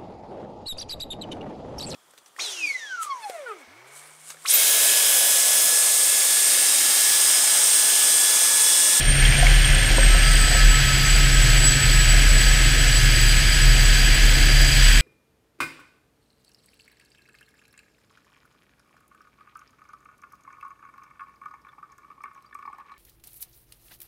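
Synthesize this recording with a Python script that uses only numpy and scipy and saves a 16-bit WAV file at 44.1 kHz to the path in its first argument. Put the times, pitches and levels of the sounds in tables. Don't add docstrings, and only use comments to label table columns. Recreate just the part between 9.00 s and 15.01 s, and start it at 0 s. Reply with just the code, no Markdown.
import sys
import numpy as np
from scipy import signal
from scipy.fft import rfft, irfft
from scipy.io import wavfile

SR = 44100
rng = np.random.default_rng(int(sys.argv[2]) if len(sys.argv) > 2 else 0)


def master_out(mix):
    frames = np.transpose(np.atleast_2d(mix))
    ceiling = np.clip(frames, -1, 1)
    pcm = np.round(ceiling * 32767).astype(np.int16)
    wavfile.write(sys.argv[1], SR, pcm)


N = 265041

TEETH = 200
TAIL_ORDER = 10.605


def from_db(db):
    return 10 ** (np.asarray(db) / 20)


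def rms_one(x):
    return x / np.sqrt(np.mean(np.abs(x) ** 2) + 1e-20)


def in_time(rows):
    s, *columns = np.transpose(rows)
    t = np.arange(N) / SR
    return [np.interp(t, s, column) for column in columns]


def drift(rate_hz):
    r = np.exp(-16 * np.pi * rate_hz / SR)
    noise = rng.standard_normal(N // 8 + 8002)
    slow = signal.lfilter([1], [1, -2 * r, r * r], noise)[8000:]
    return np.interp(np.arange(N) / 8, np.arange(len(slow)), rms_one(slow))


def tone(cycles, scatter, rate_hz):
    share = np.clip(scatter, 0, 1)
    spread = (drift(rate_hz) + 1j * drift(rate_hz)) / np.sqrt(2)
    carrier = np.exp(2j * np.pi * (cycles + rng.random()))
    steady_and_scattered = np.sqrt(1 - share) + np.sqrt(share) * spread
    return np.sqrt(2) * (steady_and_scattered * carrier).real


def turbulence(spectrum, patchy_db, rate_hz):
    hz = np.maximum(np.fft.rfftfreq(N, 1 / SR), 1)
    point_hz, point_db = np.transpose(spectrum)
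    colour = from_db(np.interp(np.log(hz), np.log(point_hz), point_db, left=-90, right=-90))
    noise = rfft(rng.standard_normal(N)) * colour
    place = 2 * np.log2(hz)
    lowest, highest = np.floor(2 * np.log2(point_hz[0])), np.ceil(2 * np.log2(point_hz[-1]))
    out = np.zeros(N)
    for centre in np.arange(lowest, highest + 1):
        band = irfft(noise * np.maximum(1 - np.abs(place - centre), 0), N)
        out += band * from_db(patchy_db * drift(rate_hz))
    return rms_one(out)


def ring(force, hz, t60):
    r, w = from_db(-60 / (t60 * SR)), 2 * np.pi * hz / SR
    return signal.lfilter([0, np.sin(w)], [1, -2 * r * np.cos(w), r * r], force + 1e-18)


def doorway_boom():
    # time in seconds, level in dB.
    boom_level = [(0.0, -36), (0.1, -14), (0.17, -26), (0.23, -11), (0.3, -14.5), (0.35, -19), (0.42, -13),
                  (0.82, -16.5), (1.09, -12.5), (1.17, -17), (1.2, -13), (1.37, -11), (1.52, -19),
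                  (1.67, -6.5), (1.92, -32), (1.97, -20), (2.34, -11), (2.43, -16.5), (2.69, -12.5),
                  (2.81, -30), (2.89, -12), (3.18, -12.5), (3.93, -17), (4.03, -17.5), (4.1, -11),
                  (4.2, -17), (4.38, -11), (4.57, -19), (4.7, -11.5), (5.14, -18), (5.24, -10.5),
                  (5.54, -16), (5.93, -9.5), (6.01, -15)]
    # time in seconds, pitch in Hz.
    boom_pitch = [(0.0, 34.1), (0.3, 38.3), (3.6, 38.19), (4.3, 37.23), (6.01, 37)]
    level_db, = in_time(boom_level)
    hz, = in_time(boom_pitch)
    return from_db(level_db) * tone(np.cumsum(hz) / SR, scatter=0.072, rate_hz=3.7)


def rotor_motion():
    # time in seconds, main gear mesh pitch in Hz.
    speed = [(0.0, 1305.8), (1.0, 1305.8), (1.4, 1301.6), (2.5, 1286.8), (3.0, 1284.2), (6.01, 1280.2)]
    mark_s, mark_turn = 2.5, .253
    mesh_hz, = in_time(speed)
    turns = np.cumsum(mesh_hz) / SR / TEETH
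    return mesh_hz, turns - turns[round(mark_s * SR)] + mark_turn


def main_gear(turns):
    # time in seconds, level in dB before the throb, throb depth 0-1.
    mesh = [(0.0, -44.5, 0), (0.95, -43.5, 0.1), (1.15, -35, .6), (1.8, -34, .65), (2.4, -37, 0.3),
            (3.5, -39, 0.07), (6.01, -43.5, 0)]
    throb_turn = 0.4
    level_db, throb = in_time(mesh)
    swell = 1 + np.clip(throb, 0, 1) * np.cos(2 * np.pi * (turns - throb_turn))
    return from_db(level_db) * swell * tone(TEETH * turns, scatter=0.0097, rate_hz=24.0)


def other_gears(mesh_hz, turns):
    gear_orders = [264.36, 260.04, 856.0, 886.7]
    gear_speeds_hz = [1281, 1284, 1288, 1298, 1306]
    # one mesh's levels in dB, a column for each of those pitches.
    gear_db = [(-35.5, -36.5, -44, -34, -33), (-39, -37, -40, -46, -47), (-53, -47, -40.5, -48, -43),
               (-45, -41.5, -45, -48, -52)]
    out = np.zeros(N)
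    for order, levels_db in zip(gear_orders, gear_db):
        level_db = np.interp(mesh_hz, gear_speeds_hz, levels_db)
        out += from_db(level_db) * tone(order * turns, scatter=.3, rate_hz=12.0)
    return out


def shaft_hum(turns):
    # time in seconds, level in dB.
    shaft_level = [(0.0, -38), (1.3, -37), (2.1, -48), (2.45, -28), (3.3, -33), (3.6, -42), (3.95, -26),
                   (4.4, -31), (5.0, -41), (6.01, -44)]
    shaft_order = 17.78
    level_db, = in_time(shaft_level)
    return from_db(level_db) * tone(shaft_order * turns, scatter=0.05, rate_hz=6.6)


def tail_rotor(turns):
    tail_db = [-31.5, -27.5, -47, -45.5, -47.5]
    out = np.zeros(N)
    for harmonic, level_db in enumerate(tail_db, start=1):
        out += from_db(level_db) * tone(harmonic * TAIL_ORDER * turns, scatter=0.15, rate_hz=4.0)
    return out


def airframe_hum(turns):
    shake_orders = [2.94, 4.33, 8, 9]
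    shake_db = [-39, -33, -42, -37]
    out = np.zeros(N)
    for order, level_db in zip(shake_orders, shake_db):
        out += from_db(level_db) * tone(order * turns, scatter=0.07, rate_hz=0.8)
    return out


def compressor_whine():
    # time in seconds, blade pass pitch in Hz, share scattered by turbulence 0-1.
    spool = [(0, 8760.0, .35), (.4, 8665.0, .35), (0.85, 8550.0, .35), (1.1, 8358.0, .35),
             (1.5, 7984.0, .35), (1.75, 7853.0, .35), (2, 7817.0, .35), (2.7, 7860.0, .35),
             (3.5, 7897.0, .55), (6.01, 7900.0, .85)]
    # time in seconds, level of the narrow part in dB.
    whine_level = [(0.0, -27), (0.45, -30), (1.65, -29), (1.74, -24.5), (1.83, -33.5), (1.96, -27),
                   (2.46, -27), (2.54, -30), (2.68, -22), (2.78, -28), (5.4, -32.5), (6.01, -31.5)]
    whine_hz, scattered = in_time(spool)
    level_db, = in_time(whine_level)
    blades = np.cumsum(whine_hz) / SR
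    narrow = tone(blades, scattered, rate_hz=21.0)
    wide = from_db(-2.0) * tone(blades, scatter=1.0, rate_hz=100.0)
    return from_db(level_db) * (narrow + wide), whine_hz


def engine_roar(turns):
    # frequency in Hz, relative density in dB per Hz.
    roar_colour = [(800, -15.5), (1200, -13), (1350, -10.5), (1550, 0), (1760, 0), (1950, -1), (2150, -1),
                   (2700, -2.5), (3300, -1), (3680, -9.5), (4830, -10), (7750, -15.5), (10000, -18.5),
                   (15300, -30)]
    # time in seconds, level in dB.
    roar_level = [(0.0, -26.5), (0.1, -25), (0.22, -22), (0.8, -22), (1.1, -22), (5.7, -22), (5.9, -19.5),
                  (6.01, -21)]
    chop = 1 + .09 * np.cos(2 * np.pi * TAIL_ORDER * turns)
    level_db, = in_time(roar_level)
    return chop * from_db(level_db) * turbulence(roar_colour, patchy_db=0.6, rate_hz=13.0)


def jet_opening(whine_hz):
    open_hz, shut_hz = 8050, 8750
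    open_db, shut_db, gust_db = -31.5, -37.5, 1
    return np.interp(whine_hz, [open_hz, shut_hz], [open_db, shut_db]) + gust_db * drift(4.5)


def jet_hiss(jet_db):
    # frequency in Hz, relative density in dB per Hz.
    jet_colour = [(3300, -38), (4000, 4), (5000, -5), (5400, -20.5), (7000, -2), (9000, -21), (11500, -13),
                  (12400, -19), (14200, -12), (15500, -16)]
    hiss_db = -1.5
    return from_db(jet_db + hiss_db) * turbulence(jet_colour, patchy_db=0.0, rate_hz=14.0)


def door_downwash():
    # frequency in Hz, relative density in dB per Hz.
    downwash_colour = [(8.2, -36), (14, -21), (32, -2), (48, -4), (66, -16.5), (86, -14), (100, -10.5),
                       (139, -11), (158, -15.5), (184, -20), (338, -24), (386, -26.5), (736, -25.5),
                       (890, -36.5), (1120, -52)]
    # time in seconds, level in dB.
    gusts = [(0, -25), (.3, -23), (.55, -27), (.95, -22), (1.3, -25.5), (2.1, -24.5), (2.9, -24.5),
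             (3.6, -24), (4.1, -26), (4.9, -25.5), (5.3, -23), (6.01, -26.5)]
    level_db, = in_time(gusts)
    return from_db(level_db) * turbulence(downwash_colour, patchy_db=1.0, rate_hz=5.0)


def buckle_clicks():
    # time in seconds, level in dB, pitch in Hz.
    clicks = [(0.225, -11, 2200), (0.253, -10, 3200), (0.3242, -12, 2170), (0.3526, -12, 2390),
              (0.4678, -7.5, 2210), (0.646, -12, 3240), (1.0306, -12, 1770)]
    out = np.zeros(N)
    for s, level_db, hz in clicks:
        click = np.zeros(N)
        click[round(s * SR)] = from_db(level_db)
        out += ring(click, hz, t60=0.024)
    return out


def shifting_case():
    # time in seconds, floor blow in dB, wall blow in dB.
    knocks = [(0.383, -31, -21), (0.425, -45, -10.5), (0.479, -32, -35), (0.982, -18, -52),
              (1.145, -29, -22), (1.512, -37, -22), (1.546, -28, -18.5)]
    # time in seconds, level in dB.
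    scrape = [(0, -81), (.45, -35), (.58, -48), (.68, -42.5), (1.7, -48), (2.0, -81)]
    # mode pitch in Hz, t60 in seconds, gain from the floor in dB, gain from the wall in dB.
    case_modes = [(436, 0.057, -14, -32), (545, 0.11, 1, -6), (650, 0.055, -2, -10), (712, 0.046, -18, 1),
                  (753, 0.075, -16, -5), (960, 0.031, 0.5, -8), (1040, 0.042, -11, -34)]
    s, floor_db, wall_db = np.transpose(knocks)
    at = (s * SR).astype(int)
    floor, wall = np.zeros(N), np.zeros(N)
    floor[at] = from_db(floor_db)
    wall[at] = from_db(wall_db)
    wall = 0.0052 * ring(wall, 712, t60=0.059)
    scrape_db, = in_time(scrape)
    grains = rng.random(N) < 400.0 / SR
    wall += rng.standard_normal(N) * grains * from_db(scrape_db)
    out = np.zeros(N)
    for hz, t60, low_db, high_db in case_modes:
        out += ring(from_db(low_db) * floor + from_db(high_db) * wall, hz, t60)
    padded = signal.butter(4, [330, 1130], "band", fs=SR, output="sos")
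    return signal.sosfilt(padded, out)


def jet_whistles():
    # pitch in Hz, nominal width in Hz.
    whistle_pitches = [(4758, 85), (4680, 55), (4975, 40), (4420, 50), (5090, 25), (6225, 90), (9460, 200)]
    whistle_db = [-1, -9.5, -8.5, -13, -12.5, -9.5, -13]
    out = np.zeros(N)
    for (hz, width_hz), level_db in zip(whistle_pitches, whistle_db):
        cycles = np.cumsum(hz + .12 * width_hz * drift(2.0)) / SR
        swell = from_db(level_db + 1.8 * drift(1.5))
        out += swell * tone(cycles, scatter=1, rate_hz=.6 * width_hz)
    return out


def rotor_head_squeal(turns):
    # angle in turns, centre pitch in Hz.
    chirps = [(.09, 13500), (.24, 14600), (.42, 15100), (.59, 14150), (.74, 14050), (.93, 13100)]
    chirp_db = [-11.5, -6, -14.5, -11, -12, -13]
    length_turns, fall_hz = 0.035, 150.0
    out = np.zeros(N)
    for (angle, hz), level_db in zip(chirps, chirp_db):
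        offset = ((turns - angle + .5) % 1 - .5) / length_turns
        flare = np.exp(-.5 * offset ** 2) * from_db(level_db + 1.5 * drift(4.0))
        out += flare * tone(np.cumsum(hz - fall_hz * offset) / SR, scatter=.75, rate_hz=320.0)
    return out


def scene():
    mesh_hz, turns = rotor_motion()
    gears = main_gear(turns) + other_gears(mesh_hz, turns)
    drive_train = gears + shaft_hum(turns) + tail_rotor(turns) + airframe_hum(turns)
    whine, whine_hz = compressor_whine()
    jet_db = jet_opening(whine_hz)
    onset_hz, onset_width_hz = 8330, 70
    onset = 1 / (1 + np.exp((whine_hz - onset_hz) / onset_width_hz))
    high = from_db(jet_db) * onset * (jet_whistles() + rotor_head_squeal(turns))
    engine = whine + engine_roar(turns) + jet_hiss(jet_db) + high
    cabin = shifting_case() + buckle_clicks()
    mix = doorway_boom() + drive_train + engine + door_downwash() + cabin
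    return mix[None, :]


def record(dry):
    rounded = 2 * np.tanh(dry / 2)
    top_cut = signal.ellip(14, .5, 80, 15280, fs=SR, output="sos")
    return signal.sosfilt(top_cut, rounded)


dry = scene()
out = record(dry)
master_out(out)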